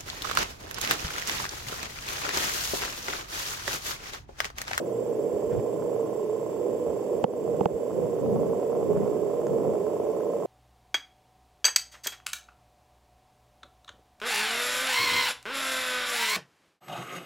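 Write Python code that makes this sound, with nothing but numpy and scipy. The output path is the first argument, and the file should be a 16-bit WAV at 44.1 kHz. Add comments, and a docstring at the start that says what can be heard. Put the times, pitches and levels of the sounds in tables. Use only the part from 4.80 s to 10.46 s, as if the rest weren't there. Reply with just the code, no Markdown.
"""Water flows past a small camera in a waterproof case: it hums in the hollow case and churns in surges.
The hum is coloured noise plus a drifting resonance; the churn is low noise.
Blades of grass brush and nudge the case, specks patter, and three knocks (shove plus ringing) and light taps hit.
Inside, the camera ticks and whines once a frame over faint tones, a fading drone and microphone hiss.
A limiter ducks the loud peaks of the knocks and then lets the level creep back."""
import sys
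import numpy as np
from scipy import signal
from scipy.fft import rfft, irfft
from scipy.io import wavfile
from scipy.ndimage import uniform_filter1d

SR = 44100
rng = np.random.default_rng(int(sys.argv[2]) if len(sys.argv) > 2 else 0)


def log_audio(samples):
    """Write samples as a 16-bit WAV file to the path given in sys.argv[1]."""
    # one column per channel
    frames = np.atleast_2d(samples).T
    # limit to full scale, then quantise
    limited = np.clip(frames, -1, 1)
    pcm = np.round(limited * 32767).astype(np.int16)
    wavfile.write(sys.argv[1], SR, pcm)


N = 249606
TIME = np.arange(N) / SR  # seconds

# All colours of noises and clicks are relative: the sound is scaled afterwards.
# All left-right values say how much stronger the left is than the right.

# The microphone's own noise. Each row: pitch in Hz, strength in dB per Hz.
HISS_COLOUR = [(15, -5), (100, 10.5), (1400, 4.5), (2300, 1), (3200, -1), (3800, -3.5), (4400, -2.5),
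               (5000, -4), (7200, -2), (8500, -6), (15500, -7.5)]

# A low drone: pitch in Hz, level at the start in dB, fade in dB per second.
DRONE_HZ, DRONE_DB, DRONE_FADE_DB_PER_S = 120, -49.5, 2.5
# Tones waver by this share of their pitch (rms), at up to this rate in Hz.
WAVER, WAVER_HZ = 0.0053, 9

FRAME_HZ = 29.97  # camera frames per second
# The whine: level at the start in dB, slow fall in dB per second.
WHINE_DB, WHINE_FALL_DB_PER_S = -55, 0.5
# Spells in which the whine skips every other frame. Each row: start in seconds, end in seconds.
WHINE_STUTTERS = [(.03, .13), (.3, .4), (1.17, 1.33), (2.4, 2.57), (3.37, 3.77), (5.2, 5.5)]
SKIP_CHANCE = .015  # chance (0-1) that the whine skips a frame outside those spells

# How hard the camera's mechanism works. Each row: time in seconds, level in dB.
MECHANISM_LEVEL = [(0, -54.5), (1.2, -46.5), (2.6, -51), (5.6, -45.5)]
# Faint tones of the camera. 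Each row: pitch in Hz, dB above the mechanism's level at the start,
# growth against that level in dB per second.
CAMERA_TONES = [(326.7, 5, -0.46), (578, -3.5, 2.5), (594.5, 5.5, 0), (621, -1.5, 1), (702.4, -11.5, 2.2),
                (1041, -6.5, -0.23), (1288, -26, 1.44)]
# The colour of each frame tick. Each row: pitch in Hz, strength in dB.
TICK_COLOUR = [(60, -35), (300, -7), (520, -4), (600, 4), (700, 1), (800, -2), (900, -3), (1060, 0),
               (1110, -5), (1160, -18), (1300, -19), (1500, -33), (2500, -42), (8000, -50)]

# Specks and small bubbles, thicker where the grass closes in. Each row: time in seconds, specks per second.
SPECK_RATE = [(0, 13), (3.1, 14), (3.6, 80), (5.6, 114)]
# The colour of a speck. Each row: pitch in Hz, strength in dB.
SPECK_COLOUR = [(40, -49.5), (200, -10.5), (400, -3.5), (620, 1.5), (740, 0.5), (880, -9.5), (1100, -9.5),
                (1180, -16.5), (1320, -18), (1600, -31.5), (3000, -45), (9000, -57)]
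# Peak of the smallest speck in dB, and the typical spread of sizes above it in dB.
SPECK_DB, SPECK_SPREAD_DB = -34.5, 4

# Knocks on the case. Each row: start in seconds, level in dB, brightness in dB per octave,
# pitch as a share of the case's own pitches.
KNOCKS_ON_CASE = [(2.4409, -5, -1.94, 0.99), (2.8083, -14.5, -2.5, 0.947), (2.8565, -8.5, -1.5, 0.943)]
# What the case rings with when knocked. Each row: pitch in Hz, relative level in dB, left-right in dB.
CASE_MODES = [(191, -8.5, 8), (475, -2, -15), (853, -2, -18), (1184, -11, -8), (1930, -33, 18),
              (2940, -17.5, -7), (4350, -25, -18), (6900, -25, -6), (11500, -37, -2)]
# The sideways shove of a knock: time scale in seconds, delay of its middle in seconds,
# gain in dB, reversed share felt at the right port (0-1).
SHOVE_S, SHOVE_DELAY_S, SHOVE_DB, SHOVE_FAR = 0.00055, 0.00096, 2, .3
# Light taps on the case. Each row: start in seconds, peak in dB, brightness in dB per octave.
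LIGHT_TAPS = [(1.023, -27, -15.5), (3.116, -32, -14.5), (4.173, -32, -10), (4.669, -28, -4.5),
              (5.067, -36, -9), (5.407, -32, -8.5)]
# The colour of a light tap before its brightness is set. Each row: pitch in Hz, strength in dB.
TAP_COLOUR = [(20, -85), (100, -37), (500, -2), (900, 12), (1500, 13), (2200, -2), (4000, -1), (5800, 3),
              (6900, 16), (9000, -21), (15000, -37)]

# Grass nudging the case. Each row: middle in seconds, length in seconds, level in dB, left-right in dB.
GRASS_NUDGES = [(0.552, 0.029, -43.5, 12), (0.67, 0.041, -43, 7), (0.733, 0.052, -41, 15),
                (0.784, 0.041, -33, -28), (1.017, 0.079, -47, 0), (1.984, 0.1, -53, -7),
                (2.106, 0.066, -45, -18), (2.36, 0.059, -52, -14), (2.72, 0.092, -52, 10),
                (2.944, 0.031, -39, -21), (3.434, 0.08, -45, 9), (3.6, 0.074, -49, 17)]
# The low puff of a nudge. Each row: pitch in Hz, strength in dB per Hz.
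PUFF_COLOUR = [(12, -9), (35, -15), (75, 9), (120, 5.5), (250, -25), (700, -70)]
# Blades sliding along the case. Each row: middle in seconds, length in seconds, level in dB.
BLADE_SCRAPES = [(0.73, 0.05, -53.5), (0.798, .03, -58), (4.23, 0.23, -62)]
# The rustle of the scrapes. Each row: pitch in Hz, strength in dB per Hz.
RUSTLE_COLOUR = [(100, -29), (600, -17), (1300, 1), (1900, 2), (2700, -6), (3800, -11), (6000, -12),
                 (12000, -32)]

# Strength of the steady flow round the case. Each row: time in seconds, relative level in dB.
FLOW_LEVEL = [(0, -31), (.28, -29), (.55, -29.5), (1.15, -29), (1.72, -31.5), (1.88, -28.5), (2.25, -30.5),
              (2.45, -29), (3.1, -30), (4.4, -28), (5.6, -30)]
# Surges of churning water. Each row: middle in seconds, length in seconds, relative level in dB.
WATER_SURGES = [(0.744, 0.091, -37.5), (0.98, 0.084, -67), (2.805, 0.3, -41.5), (3.21, .15, -39),
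                (3.557, 0.29, -31.5), (4.163, 0.4, -34.5), (4.744, 0.13, -36), (4.893, .14, -37.5)]
# How the case colours the flow. Each row: pitch in Hz, strength in dB per Hz.
HUM_COLOUR = [(20, -55), (150, -15.5), (270, -10.5), (330, -8), (410, -1), (490, -3.5), (550, -4.5),
              (592, -5), (655, -12), (770, -19.5), (900, -26.5), (1060, -27.5), (1150, -34.5), (1600, -57)]
# Where the hum's core lies before it wanders. Each row: time in seconds, pitch in Hz.
CORE_PITCH = [(0, 480.6), (1.4, 444), (1.88, 482), (2.1, 447), (2.4, 497), (4.2, 440.3), (5.6, 451)]
# The core wanders by this share of its pitch (rms), at up to this rate in Hz.
CORE_WANDER, CORE_WANDER_HZ = 0.033, 6
# Eddies at the case. Each row: pitch in Hz, strength in dB per Hz.
CHURN_COLOUR = [(18, -68), (40, -37), (70, -15.5), (120, -2.5), (180, 2.5), (250, -2.5), (350, -24),
                (700, -59), (2000, -91)]
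# Gain from the flow to its steady eddies, and from a surge to the hum, in dB.
EDDIES_DB, SURGE_HUM_DB = -20.5, -5
# Chance swells of the hum and of the eddies in dB (rms), and their fastest rate in Hz.
HUM_SWELL_DB, EDDY_SWELL_DB, SWELL_HZ = .5, 1.5, 5

# The case's resonances shift the two ports against each other.
# Each row: pitch in Hz, lead of the left port in radians.
PORT_LEAD = [(280, -0.04), (450, 0.2), (530, -0.42), (740, -1.55), (910, -0.16), (1200, 0.83),
             (1330, 0.045), (1480, -1.7), (1900, 0.4), (3000, -0.45)]
# A narrow dip in the microphone's response: centre in Hz, depth (0-1).
NOTCH_HZ, NOTCH_DEPTH = 4060, .88
EDGE_HZ = 15800  # top of the band


def amp(db):
    """Turns decibels into a gain."""
    return 10 ** (np.asarray(db) / 20)


def evened(x):
    """Scales a sound to an rms of 1."""
    return x / np.sqrt(np.mean(x ** 2) + 1e-20)


def smooth(x, seconds):
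    """Takes a running mean along time."""
    return uniform_filter1d(x, size=int(seconds * SR) + 1)


def sides(balance_db):
    """Left and right gains, averaging 1, for a left-right level difference."""
    gains = amp([[balance_db / 2], [-balance_db / 2]])
    return gains / gains.mean()


def add(mix, s, sound):
    """Mixes a stereo sound in at time s."""
    part = mix[:, max(round(s * SR), 0):][:, :sound.shape[1]]
    part += sound[:, :part.shape[1]]


def swell(middle, length):
    """A soft rise and fall of height 1."""
    return np.exp(-(2 * (TIME - middle) / length) ** 2)


def wander(rate_hz):
    """A slow random curve of rms 1: sines at random phases, none faster than the given rate."""
    rates = np.geomspace(rate_hz / 8, rate_hz, num=16)
    t = TIME[::100]  # slow enough to compute coarsely
    phases = rng.random((len(rates), 1))
    waves = np.sin(2 * np.pi * (rates[:, None] * t + phases))
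    return np.interp(TIME, t, evened(waves.sum(0)))


def tone(hz):
    """A sine that wavers slightly in pitch."""
    wavering_hz = hz * (1 + WAVER * wander(WAVER_HZ))
    return np.sin(2 * np.pi * np.cumsum(wavering_hz) / SR)


def noise(spectrum, likeness):
    """Coloured noise at the two microphone ports; likeness is the share they have in common (0-1)."""
    hz, db = np.transpose(spectrum)
    bins = np.log(np.fft.rfftfreq(N, 1 / SR) + 1)
    colour = amp(np.interp(bins, np.log(hz), db))
    white = rng.standard_normal((3, N))
    both = np.sqrt(likeness) * white[0] + np.sqrt(1 - likeness) * white[1:]
    return evened(irfft(rfft(both) * colour, N))


def click(spectrum, tilt_db=0):
    """A sharp click of peak 1 with the given colour, its energy packed as early as possible."""
    hz, db = np.transpose(spectrum)
    bins = np.log(abs(np.fft.fftfreq(2048, 1 / SR)) + 1)
    tilted_db = db + tilt_db * np.log2(hz)
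    log_gain = np.log(amp(np.interp(bins, np.log(hz), tilted_db)))
    minimum_phase = np.exp(np.conj(signal.hilbert(log_gain)))
    wave = np.fft.ifft(minimum_phase).real
    return wave / abs(wave).max()


def resonate(x, hz, width_hz):
    """A steep resonance that follows the curve hz: shift down to zero, low-pass, shift back up."""
    turn = np.exp(2j * np.pi * np.cumsum(hz) / SR)
    r = np.exp(-np.pi * width_hz / SR)
    low = signal.lfilter([(1 - r) ** 2], [1, -2 * r, r * r], x / turn)
    return (turn * low).real


def hiss():
    """The microphone's own noise, unrelated at the two ports."""
    return sides(-3.5) * amp(-53) * noise(HISS_COLOUR, likeness=0)


def drone(flutter_db=2):
    """A faint, unsteady low drone fades as the camera drifts on."""
    level_db = DRONE_DB - DRONE_FADE_DB_PER_S * TIME + flutter_db * wander(WAVER_HZ)
    return sides(0.8) * amp(level_db) * tone(DRONE_HZ)


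def whine(hz=7523, lead_s=0.0068, duty=0.7):
    """Electronics by the right port sing for part of each frame, at a fresh phase; some frames are skipped."""
    clock = (TIME + lead_s) * FRAME_HZ
    frame = np.floor(clock).astype(int)
    sings = rng.random(frame.max() + 1) > SKIP_CHANCE
    for first, last in np.round(np.array(WHINE_STUTTERS) * FRAME_HZ).astype(int):
        sings[first:last:2] = False
    is_on = (clock % 1 < duty) & sings[frame]
    gate = smooth(1. * is_on, seconds=.0015)
    # phase in cycles: the left port lags
    start = rng.random(len(sings))[frame] + np.array([[-.38], [0]])
    level = sides(-17) * amp(WHINE_DB - WHINE_FALL_DB_PER_S * TIME)
    return level * gate * np.sin(2 * np.pi * (hz * TIME + start))


def mechanism(tick_db=20):
    """The camera twitches once a frame, every other time a little late, over a few faint tones."""
    level_db = np.interp(TIME, *np.transpose(MECHANISM_LEVEL))
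    tones = sum(amp(level_db + db + growth * TIME) * tone(hz) for hz, db, growth in CAMERA_TONES)
    out = sides(-0.74) * tones
    tick = sides(-3.2) * click(TICK_COLOUR)
    for frame, s in enumerate(np.arange(0, TIME[-1], 1 / FRAME_HZ)):
        size, late, slack = rng.standard_normal(3)
        db = level_db[int(s * SR)] + tick_db + .9 * size
        start = s + .0283 + .0003 * (frame % 2) + .00007 * late
        add(out, start, amp(db) * tick)
        # it settles back, softly
        add(out, start + .013 + .001 * slack, amp(db - 13) * tick)
    return out


def patter():
    """Specks and bubbles make dull little ticks at random moments, most of them tiny."""
    hits = rng.random(N) < np.interp(TIME, *np.transpose(SPECK_RATE)) / SR
    size_db = SPECK_DB + SPECK_SPREAD_DB * np.minimum(rng.exponential(1, N), 3)
    ticks = signal.oaconvolve(hits * amp(size_db), click(SPECK_COLOUR))[:N]
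    return sides(-2.5) * ticks


def shove():
    """A knock pushes and pulls the case once, strongly at the left port and reversed at the right."""
    u = (np.arange(512) / SR - SHOVE_DELAY_S) / SHOVE_S
    return np.array([[1], [-SHOVE_FAR]]) * amp(SHOVE_DB) * u * np.exp(-u * u)


def ring(tilt_db, pitch):
    """Water-damped modes of the case: each swells and dies within a few cycles, so low ones come last."""
    t, out = np.arange(2048) / SR, 0
    pivot_hz = CASE_MODES[1][0]  # brightness tilts about this mode
    for hz, db, balance_db in CASE_MODES:
        swell_s = min(2.4 / hz, .0055)
        envelope = (t / swell_s * np.exp(1 - t / swell_s)) ** 3
        wave = np.cos(2 * np.pi * hz * pitch * (t - swell_s))
        level = amp(db + tilt_db * np.log2(hz / pivot_hz))
        out = out + sides(balance_db) * level * envelope * wave
    return out


def blows():
    """A knock is a shove together with a ring, a hollow plop; a light tap is only a click."""
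    out = np.zeros((2, N))
    for s, db, tilt_db, pitch in KNOCKS_ON_CASE:
        add(out, s, amp(db) * shove())
        add(out, s, amp(db) * ring(tilt_db, pitch))
    for s, db, tilt_db in LIGHT_TAPS:
        add(out, s, sides(-1.3) * amp(db) * click(TAP_COLOUR, tilt_db))
    return out


def grass():
    """Soft blades push on the case with a low puff of noise; a few scrape along it with a rustle."""
    nudges = np.zeros((2, N))
    puff = noise(PUFF_COLOUR, likeness=0)
    for s, length, db, balance_db in GRASS_NUDGES:
        nudges += sides(balance_db) * amp(db) * swell(s, length) * puff
    scrape = sum(amp(db) * swell(s, length) for s, length, db in BLADE_SCRAPES)
    return nudges + scrape * noise(RUSTLE_COLOUR, likeness=1.0)


def hollow_hum(body_db=-.5, core_db=-2.3):
    """Water drives the hollow of the case: broad coloured noise plus a main resonance that drifts."""
    body = noise(HUM_COLOUR, likeness=.74)
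    drive = noise(HUM_COLOUR, likeness=.85)
    core_hz = np.interp(TIME, *np.transpose(CORE_PITCH)) * (1 + CORE_WANDER * wander(CORE_WANDER_HZ))
    core = evened(resonate(drive, core_hz, width_hz=48))
    hum = amp(body_db) * body + amp(core_db) * core
    # even out its own slow swells, so that the flow sets them
    return hum / np.sqrt(smooth((hum ** 2).mean(0), seconds=0.31))


def flow(hum_db=1):
    """Passing water makes the hollow case hum while low eddies churn round it; surges feed both."""
    steady = amp(np.interp(TIME, *np.transpose(FLOW_LEVEL)))
    surge = sum(amp(db) * swell(s, length) for s, length, db in WATER_SURGES)
    hum_level = (steady + amp(SURGE_HUM_DB) * surge) * amp(hum_db + HUM_SWELL_DB * wander(SWELL_HZ))
    eddy_level = (amp(EDDIES_DB) * steady + surge) * amp(EDDY_SWELL_DB * wander(SWELL_HZ))
    # the eddies churn almost independently at the two ports; the right one is flipped in sign
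    eddies = noise(CHURN_COLOUR, likeness=0.033) * np.array([[1], [-1]])
    return sides(-5.0) * hum_level * hollow_hum() + sides(1.5) * eddy_level * eddies


def ports(x):
    """Turns left against right by the case's phase difference, half on each side."""
    lead = np.interp(np.fft.rfftfreq(N, 1 / SR), *np.transpose(PORT_LEAD))
    return irfft(rfft(x) * np.exp(.5j * np.array([lead, -lead])), N)


def scene():
    """Water, grass and the camera's own sounds, all heard from inside the case."""
    through_case = ports(mechanism() + patter() + flow())
    return hiss() + drone() + whine() + blows() + grass() + through_case


def record(dry, ceiling_db=-8.5):
    """A narrow notch; a limiter that catches loud peaks and creeps back; then the band limit."""
    notched = signal.lfilter(*signal.iirnotch(NOTCH_HZ, 6, fs=SR), dry)
    dry = dry + NOTCH_DEPTH * (notched - dry)
    peak_db = 20 * np.log10(abs(dry).max(0) + 1e-9)
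    over_db = np.maximum(peak_db - ceiling_db, 0)
    # hold each peak; the cut in dB dies away with a time constant of 0.085 s
    release = np.exp(TIME / .085)
    held_db = np.maximum.accumulate(over_db * release) / release
    limited = dry * amp(-smooth(held_db, seconds=0.0004))
    low_pass = signal.firwin(511, EDGE_HZ, window=("kaiser", 9), fs=SR)
    return signal.oaconvolve(limited, low_pass[None], "same")


dry = scene()
out = record(dry)
log_audio(out)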